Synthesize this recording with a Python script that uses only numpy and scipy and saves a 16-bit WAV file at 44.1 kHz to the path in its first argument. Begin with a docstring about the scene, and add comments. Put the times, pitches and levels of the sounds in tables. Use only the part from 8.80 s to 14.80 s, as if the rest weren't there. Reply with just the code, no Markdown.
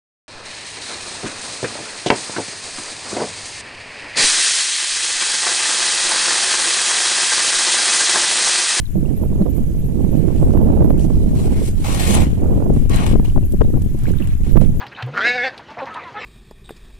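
"""Strong wind buffets the two microphone ports of a phone on a small boat at night: eddies swept past.
The hull is knocked twice early on (damped modes), while a bush cricket chirps in pairs (filtered noise).
From about 1.2 s a wet net is dragged over the gunwale in strokes, hardest from 3 to 4.3 s; knots snap past.
The cricket, silent after about 2.1 s, returns at 4.6 s; drops (rising sines) cluster near 5.3 s.
Throughout, water and far insects hiss faintly and a small insect trills: shaped noise."""
import sys
import numpy as np
from scipy import signal
from scipy.fft import rfft, irfft
from scipy.io import wavfile
from scipy.ndimage import uniform_filter1d, map_coordinates

SR = 44100
rng = np.random.default_rng(int(sys.argv[2]) if len(sys.argv) > 2 else 0)


def pcm_store(signal):
    """Save signal as 16-bit PCM."""
    levels = np.round(np.clip(np.atleast_2d(signal), -1, 1) * 32767)
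    wavfile.write(sys.argv[1], SR, levels.astype(np.int16).T)


def rack_gain(trim_db):
    """Turn a fader trim in dB into the linear factor to multiply a signal by."""
    fader = np.asarray(trim_db, float)
    return 10 ** (fader / 20)


N = 264600  # samples, 6 s

# air flow at the left port, sheltered until the phone turns near 3 s: t/s, level/dB, speed factor
LEFT_PORT_FLOW = [(0, -15, 0.44), (0.199, -20.5, 0.45), (.33, -25, 0.38), (.58, -15, 0.39),
                  (.72, -26, 0.39), (.88, -17, 0.37), (1.44, -21.5, 0.38), (1.659, -12.5, 0.32),
                  (1.93, -13, 0.46), (2.06, -9.5, 0.4), (2.27, -18, 0.4), (2.36, -9, 0.36),
                  (2.5, -13.5, 0.52), (2.91, -17, 0.49), (3.1, -20.5, 0.53), (3.449, -10, 0.52),
                  (3.6, -12, 0.4), (3.949, -10, .55), (4.2, -12.5, 0.61), (4.5, -10.5, 0.61),
                  (4.96, -11.5, 0.61), (5.2, -15, 0.42), (5.4, -23, 0.49), (5.52, -12, 0.5),
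                  (5.848, -29, 0.44), (6, -6.5, 0.43)]
# air flow at the right port, which first faces the wind: t/s, level/dB, speed factor
RIGHT_PORT_FLOW = [(0, -13.5, 0.55), (0.089, -40, 0.36), (0.159, -11, 0.88), (0.501, -15.5, 0.93),
                   (0.75, -10.5, 0.89), (.98, -17.5, 0.82), (1.4, -9.5, 0.85), (1.97, -9, 1.132),
                   (2.299, -8.5, 0.83), (2.5, -13, 0.93), (2.78, -13, 1.037), (2.92, -13, 0.63),
                   (3.15, -15, 0.85), (3.36, -8, 1.005), (3.54, -16.5, 0.8), (3.63, -14, 1.3),
                   (3.82, -12.5, 1.3), (4.04, -15, 0.6), (4.161, -13.5, 0.73), (4.409, -12, .45),
                   (4.601, -14, 0.4), (4.87, -12.5, 0.54), (5.2, -16.5, 0.52), (5.33, -9, 0.65),
                   (5.54, -17, .37), (5.66, -12, 0.51), (5.772, -3, 0.56), (5.92, -11.5, 0.66),
                   (6, -25.5, 0.85)]
# brief spurts of flow: t/s, speed factor, port (0 left, 1 right)
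FLOW_SPURTS = [(0.436, 1.57, 1), (0.621, 1.62, 1), (0.66, 1.85, 1), (0.78, 1.47, 1), (1.328, 1.28, 1),
               (1.629, 1.5, 1), (1.681, 1.28, 1), (1.768, 1.19, 1), (1.925, 1.57, 1), (2.024, 1.56, 1),
               (2.108, 2.4, 0), (2.301, 1.66, 1), (2.817, 2.75, 0), (3.776, 2.44, 0), (3.826, 1.35, 1),
               (3.862, 1.35, 1), (3.903, 3.02, 0), (3.965, 1.58, 1), (4.356, 2.21, 0), (4.396, 1.93, 0),
               (4.561, 2.48, 0), (4.576, 2.6, 0), (4.739, 2.27, 0), (4.812, 2.5, 0), (4.819, 2.74, 0),
               (4.846, 2.01, 1), (4.937, 2.68, 0), (4.975, 1.91, 0), (5.15, 2.43, 0), (5.282, 1.83, 1),
               (5.302, 1.58, 1), (5.405, 2.26, 1), (5.415, 2.51, 0), (5.669, 2.57, 0), (5.757, 2.0, 1),
               (5.77, 2.38, 1), (5.821, 1.55, 1)]
# relative spectrum of eddies passing a port at speed factor 1: f/Hz, level/dB (per Hz)
EDDY_SPECTRUM = [(10, -1.5), (50, 1.5), (110, -2.5), (180, -1.5), (280, -7), (420, -13.5), (650, -24.5),
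                 (1000, -39), (1500, -54.5), (2500, -64), (6000, -100)]
# strong buffets at one port: t/s, pressure/full scale, port (0 left, 1 right)
BUFFETS = [(2.1055, -1.44, 1), (3.901, 0.87, 0), (4.5755, -1.34, 0), (4.8095, 1.59, 0), (4.814, -0.9, 0),
           (5.767, -1.594, 1), (5.774, -1.73, 1), (5.8153, -1.6, 1)]
# dull knocks on the hull: t/s, level/dB
HULL_KNOCKS = [(0.163, -18), (0.607, -11)]
# modes of the hull: f/Hz, relative level/dB, t60/s
HULL_MODES = [(188.7, 8.5, 0.096), (322, -7, 0.19)]
# pulls of the net over the edge: start t/s, length/s, first level/dB, last level/dB, brightness/dB
NET_PULLS = [(1.179, 0.34, -56, -49.5, -1.5), (1.552, 0.18, -52, -52.5, 6.5),
             (2.185, 0.065, -47.5, -51.5, 12.5), (2.285, 0.36, -51, -54.5, 4.5), (2.544, 0.13, -43, -43, 4),
             (2.689, 0.12, -40, -43.5, 0.5), (2.79, 0.091, -49, -44.5, 9.5), (2.908, 0.16, -56, -41, 4),
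             (3.037, 0.14, -32.5, -28, -1), (3.186, 0.066, -27.5, -24.5, -0.5),
             (3.263, 0.089, -26, -24.5, 2), (3.36, 0.061, -23.5, -25.5, -6),
             (3.455, 0.37, -46.5, -54.5, -2.5), (3.928, 0.1, -49, -47, -0.5),
             (4.091, 0.028, -37, -30.5, -7), (4.128, 0.11, -25.5, -29.5, -9), (4.254, 0.054, -29, -35, -4),
             (4.44, 0.092, -38.5, -54, -3), (5.169, .13, -51.5, -41.5, -5.5),
             (5.33, 0.11, -51.5, -40.5, -8), (5.458, 0.082, -47, -46, -5.5), (5.626, 0.081, -49, -43, -3),
             (5.802, 0.066, -37.5, -52, -4.5)]
# relative spectrum of wet mesh rubbing the hull: f/Hz, level/dB (per Hz)
MESH_SPECTRUM = [(250, 10.5), (700, 13), (1100, 2), (1500, 5.5), (2000, -2), (2500, 2.5), (3000, 0.5),
                 (3500, 2), (4600, -6.5), (7000, -4), (9400, -3.5), (13500, -14), (15500, -25)]
# tones of the gunwale that the mesh sets ringing: f/Hz, width/Hz, relative level/dB
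GUNWALE_TONES = [(850, 150, 4.5), (1078, 110, 9.5), (1870, 90, 4), (2170, 170, 3.5), (2430, 260, -4),
                 (2924, 300, 1), (4000, 220, 0)]
# knots snapping over the edge: t/s, level/dB, brightness/dB
KNOT_SNAPS = [(0.843, -56, 10), (2.178, -43, -3), (2.5628, -44, 0), (2.6574, -38, 0), (3.1472, -26, 7),
              (3.3423, -26, -2), (4.0954, -28.5, 2), (4.1598, -25.5, 7), (4.2648, -27, -2.5),
              (4.7221, -38, 13), (5.02, -38.5, 5), (5.1893, -41, 8), (5.2354, -39, 4), (5.317, -40, 10),
              (5.4731, -38, 1), (5.8132, -40, -1)]
# single drops: t/s, level/dB, starting f/Hz
WATER_DROPS = [(0.0553, -43, 3920), (0.065, -42, 3630), (0.2568, -45, 2700), (0.6216, -45, 4050),
               (1.5818, -46, 2740), (2.194, -41, 2937), (4.456, -35, 2800), (4.499, -41, 2871),
               (4.634, -47, 2596), (4.8398, -46, 3700), (5.255, -31, 1583), (5.2678, -33, 2180),
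               (5.3, -40, 1710), (5.336, -35, 1490), (5.3851, -39, 3630), (5.4233, -34, 2683)]
# first chirp of each pair: t/s, level/dB
CHIRP_PAIRS = [(0.0962, -52), (0.357, -46), (0.6875, -45), (0.984, -47.5), (1.303, -48), (1.756, -48.5),
               (2.03, -48), (4.6414, -47), (4.96, -51), (5.215, -52), (5.3567, -49.5), (5.7067, -45.5),
               (5.96, -52)]
# relative spectrum of water and far insects: f/Hz, level/dB (per Hz)
NIGHT_SPECTRUM = [(880, -46), (1500, 3), (2400, 1.5), (4750, -4.5), (6300, -1), (7520, -4.5), (8290, 4),
                  (9790, 1), (12000, 6), (14300, -1), (15500, -58)]

LAG = 17  # samples by which sound reaches the left port later
SLAM_S, COLLAPSE_S = 0.00206, 0.00071  # build-up and sudden release of a buffet
FLUTTER_HZ, FLUTTER_S = 615, 0.0031  # the flutter that follows
NET_LIKE = 0.4  # share of the rubbing that both ports hear alike
GRIP_S, LET_GO_DB_PER_S = 0.011, 291  # a pull takes hold fast and dies away once the hand lets go
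TRICKLE_DB, TRICKLE_BRIGHT_DB = -56, -2.5  # water that runs off the mesh between pulls
HISS_DB = -52.5  # before the tilt between the ports
TRILL_HZ, TRILL_PER_S, TRILL_DB = 6810, 32, -63.5  # a small insect that never stops


def evened(x):
    """Normalization: scales to rms 1."""
    return x / np.sqrt(np.mean(x ** 2) + 1e-20)


def coloured(x, points):
    """Linear filtering: weights the spectrum of the last axis by points of (f/Hz, level/dB)."""
    f, db = np.transpose(points)
    hz = np.fft.rfftfreq(x.shape[-1], 1 / SR)
    gain = rack_gain(np.interp(np.log(hz + 1), np.log(f + 1), db))
    return irfft(rfft(x) * gain, x.shape[-1])


def filtered(x, order, hz, kind):
    """Causal filtering: a Butterworth filter of the given order and corner frequencies."""
    return signal.sosfilt(signal.butter(order, hz, kind, fs=SR, output="sos"), x)


def wander(hz):
    """Low-passed noise: smooth chance of rms 1 that changes about hz times a second."""
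    f = np.fft.rfftfreq(N, 1 / SR)
    return evened(irfft(rfft(rng.standard_normal(N)) / (1 + (f / hz) ** 2), N))


def add(mix, s, sound):
    """Superposition: mixes a sound in at s seconds."""
    part = mix[round(s * SR):][:len(sound)]
    part += sound[:len(part)]


def ports(x, like, pan_db):
    """Partial coherence: row 0 reaches both ports, the left later; rows 1 and 2 only one port each."""
    like = np.clip(like, 0, 1)
    shared = np.array([np.roll(x[0], LAG), x[0]])
    both = np.sqrt(like) * shared + np.sqrt(1 - like) * x[1:]
    return both * rack_gain(np.array([[pan_db / 2], [-pan_db / 2]]))


def specks(per_s, spread_db):
    """Random impulse process: three sparse trains of clicks of either sign; a few are large."""
    size_db = spread_db * np.minimum(rng.exponential(1, (3, N)), 4)
    size = rack_gain(size_db) * rng.choice([-1, 1], (3, N))
    return evened(size * (rng.random((3, N)) < per_s / SR))


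def patchy(x, depth_db):
    """Time-frequency modulation: raises and lowers patches a few hundred Hz wide and tens of ms long."""
    z = signal.stft(x, SR, nperseg=512)[2]
    patches = rng.standard_normal(z.shape[1:])
    patches = uniform_filter1d(patches, size=5, axis=0)
    patches = evened(uniform_filter1d(patches, size=6, axis=1))
    return signal.istft(z * rack_gain(depth_db * patches), SR, nperseg=512)[1][:, :N]


def wind(level_db, speed, spurts, unrest, lumps_db, suction):
    """Frozen turbulence: a fixed eddy pattern is swept past the port, and faster flow raises its pitch."""
    t = np.arange(N) / SR
    rush = unrest * np.tanh(0.6 * wander(73.52))  # bounded wobble of the log speed
    push = np.zeros(N)  # log speed added by the spurts
    for s, factor in spurts:
        push += np.log(factor) * np.exp(-((t - s - 0.002) / 0.006) ** 2)
    flow = np.clip(speed, 0.1, 3) * np.exp(rush + push)
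    pattern = evened(coloured(rng.standard_normal(2 ** 18), EDDY_SPECTRUM))
    air = map_coordinates(pattern, [np.cumsum(flow)], order=3, mode="wrap")
    # faster flow is also louder
    air = evened(air * rack_gain(lumps_db * wander(4.4)) * np.exp(1.6 * rush)) * np.exp(0.13 * push)
    # large slow eddies heave the diaphragm and stand out where the port is sheltered
    heave_spectrum = [(6, 2.0), (22, 4.5), (45, -1.5), (90, -28.0), (250, -33.5), (900, -100)]
    heave = evened(coloured(rng.standard_normal(N), heave_spectrum))
    share = np.clip(1.0 - 1.13 * speed, 0.03, 0.9)
    air = np.sqrt(1 - share) * air + np.sqrt(share) * heave
    air = air - 0.71 * push  # a spurt sucks the pressure down
    # a spurt sheds a few quick, uneven vortices
    shed = np.cumsum(150 * np.exp(0.8 * push + 0.35 * wander(119.5))) / SR
    air = air + 1.1 * push * np.sin(2 * np.pi * shed)
    # suction dips are sharper than pressure humps
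    air = evened(air - suction * (9 * np.tanh(air ** 2 / 9) - 1))
    return air * rack_gain(level_db)


def slams():
    """Transient pressure: a buffet builds, lets go suddenly and flutters out as a damped sine."""
    t, out = np.arange(N) / SR, np.zeros((2, N))
    for s, size, port in BUFFETS:
        after = np.maximum(t - s, 0)
        flutter = 0.28 * np.sin(2 * np.pi * FLUTTER_HZ * after) * np.exp(-after / FLUTTER_S)
        bump = np.exp(-((t - s) / np.where(t < s, SLAM_S, COLLAPSE_S)) ** 2)
        out[round(port)] += size * (bump - flutter)
    return out


def knocks():
    """Modal decay: the hull rings briefly in damped modes when something bumps it."""
    out, t = np.zeros(N), np.arange(SR // 4) / SR
    ring = np.zeros(len(t))
    for hz, db, t60 in HULL_MODES:
        ring += rack_gain(db - 60 * t / t60) * np.sin(2 * np.pi * hz * t)
    ring *= 1 - np.exp(-t / 0.002)
    for s, db in HULL_KNOCKS:
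        add(out, s, rack_gain(db) * ring)
    return out


def net():
    """Stick-slip friction: dense slips of wet twine plus crackles drive the hull and gunwale."""
    level_db, bright_db = pulls()
    unevenness = rack_gain(1.7 * wander(66.0) + 1.13 * wander(6.5))
    slips = rng.standard_normal((3, N)) * unevenness + 0.28 * specks(600, 0.7)
    rub = patchy(coloured(slips, MESH_SPECTRUM), 2.9)
    rub = evened(rub) + 0.6 * gunwale(slips, 3.2)
    # brightness tilts the top against the hull tones
    top = signal.sosfiltfilt(signal.butter(2, 5000, "high", fs=SR, output="sos"), rub)
    low = filtered(rub, 2, 1300, "low")
    body = evened(rub - top + (rack_gain(-0.4 * bright_db) - 1) * low)
    rub = body + rack_gain(-4.0 + bright_db) * evened(top)
    # water dribbling off the mesh: short rings that stand out when the rubbing is dull and soft
    u = np.arange(140) / SR
    dribble = np.zeros((3, N))
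    for hz in np.geomspace(1000, 3400, 8):
        ring = np.sin(2 * np.pi * hz * u * (1 + 1.8 * u)) * np.hanning(len(u)) ** 3
        dribble += signal.oaconvolve(specks(80, 4.9), ring[None], axes=1)[:, :N]
    dribble = evened(dribble)
    wet = np.clip(-bright_db / 13, 0.05, 0.8) * np.clip((-33 - level_db) / 8, 0.1, 1)  # share of dribble
    blend = np.sqrt(1 - wet) * rub + np.sqrt(wet) * dribble
    return ports(blend * rack_gain(level_db), NET_LIKE, 4.1)


def pulls():
    """Power addition: the pulls add to the steady trickle, giving level and power-weighted brightness."""
    t = np.arange(N) / SR
    power = np.full(N, rack_gain(2 * TRICKLE_DB))
    tint = power * TRICKLE_BRIGHT_DB
    for s, length, first_db, last_db, bright_db in NET_PULLS:
        held_db = np.interp(t, [s, s + length], [first_db, last_db])
        held_db = held_db - LET_GO_DB_PER_S * np.maximum(t - s - length, 0)
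        part = (np.clip((t - s) / GRIP_S, 0, 1) * rack_gain(held_db)) ** 2
        power = power + part
        tint = tint + part * bright_db
    return 10 * np.log10(power), tint / power


def gunwale(drive, flare_db):
    """Resonance: each tone of the edge rings under the drive and flares as twine finds or loses its spot."""
    out = 0
    for hz, width, db in GUNWALE_TONES:
        tone = evened(signal.lfilter(*signal.iirpeak(hz, hz / width, SR), drive))
        out = out + rack_gain(db + flare_db * wander(7.4)) * tone
    return evened(out)


def knots_and_drops():
    """Impact and bubble ringing: knots tick with a puff, longer when strong; drops ring and rise in pitch."""
    out, t = np.zeros((3, N)), np.arange(900) / SR
    puffs = coloured(rng.standard_normal((len(KNOT_SNAPS), 3, len(t))), MESH_SPECTRUM)
    tops = filtered(puffs, 3, 4500, "high")
    bodies = filtered(puffs, 2, [900, 4500], "band")
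    for (s, db, bright_db), body, top in zip(KNOT_SNAPS, bodies, tops):
        fade_s = 0.0029 + 0.0018 * rack_gain((db + 3) / 2)
        puff = (evened(body) * rack_gain(-bright_db) + evened(top)) * np.exp(-t / fade_s)
        add(out.T, s, rack_gain(db) * puff.T)
    for s, db, hz in WATER_DROPS:
        swell = (1 - np.exp(-t / 0.0006)) * np.exp(-t / 0.0015)
        ring = np.sin(2 * np.pi * hz * t * (1 + 6.0 * t)) * swell
        add(out[0], s, rack_gain(db + 12.0) * ring)  # the gain offsets the short swell
    return ports(out, 0.64, 9.1)


def cricket():
    """Stridulation: wing teeth scrape a broad high resonance, two strokes to a call."""
    strokes = np.zeros(N)
    for s, db in CHIRP_PAIRS:
        add(strokes, s, rack_gain(db - 1.5) * signal.windows.tukey(round(0.038 * SR), 0.7))
        add(strokes, s + 0.047, rack_gain(db - 2.5) * signal.windows.tukey(round(0.066 * SR), 0.7))
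    resonance = [(9000, -42), (10500, -12.5), (11800, -1), (13000, -9), (14200, -13), (15500, -45)]
    wing = coloured(rng.standard_normal((3, N)), resonance)
    return ports(evened(wing) * strokes, 0.18, 9.3)


def night():
    """Diffuse noise: hiss of water and far insects, unlike at the two ports, and one steady trill."""
    hiss = patchy(coloured(rng.standard_normal((2, N)), NIGHT_SPECTRUM), 2.8)
    hiss = rack_gain(HISS_DB) * evened(hiss) * rack_gain(np.array([[2.0], [-2.0]]))
    beats = np.cumsum(TRILL_PER_S * (1 + 0.024 * wander(1.54))) / SR
    wing = filtered(rng.standard_normal((3, N)), 2, [TRILL_HZ - 230, TRILL_HZ + 230], "band")
    trill = evened(wing * (0.3 + np.sin(np.pi * beats) ** 2)) * rack_gain(TRILL_DB + wander(0.8))
    return hiss + ports(trill, 0.2, 6.1)


def scene():
    """Superposition: wind unrelated at each port, over everything that arrives as sound."""
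    t = np.arange(N) / SR
    flows = []
    for table in (LEFT_PORT_FLOW, RIGHT_PORT_FLOW):
        s, level_db, speed = np.transpose(table)
        flows.append((np.interp(t, s, level_db), np.interp(t, s, speed)))
    spurts = [[row[:2] for row in FLOW_SPURTS if round(row[2]) == port] for port in range(2)]
    left = wind(*flows[0], spurts[0], unrest=0.36, lumps_db=1.86, suction=0.14)
    right = wind(*flows[1], spurts[1], unrest=0.25, lumps_db=0.5, suction=0.022)
    shove = slams()
    # near a buffet the other eddies give way
    air = np.array([left, right]) * np.clip(1 - 0.34 * abs(shove), 0, 1) + shove
    return air + knocks() + net() + knots_and_drops() + cricket() + night()


def top_cut(x):
    """Nothing passes above the cut-off."""
    return signal.sosfilt(signal.butter(12, 15700, fs=SR, output="sos"), x)


def record(dry):
    """Overload: with the steady offset blocked, the strongest buffets are clipped at full scale."""
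    centred = dry - dry.mean(1, keepdims=True)
    mix = np.clip(centred, -1, 1)
    return top_cut(mix)


dry = scene()
out = record(dry)
pcm_store(out)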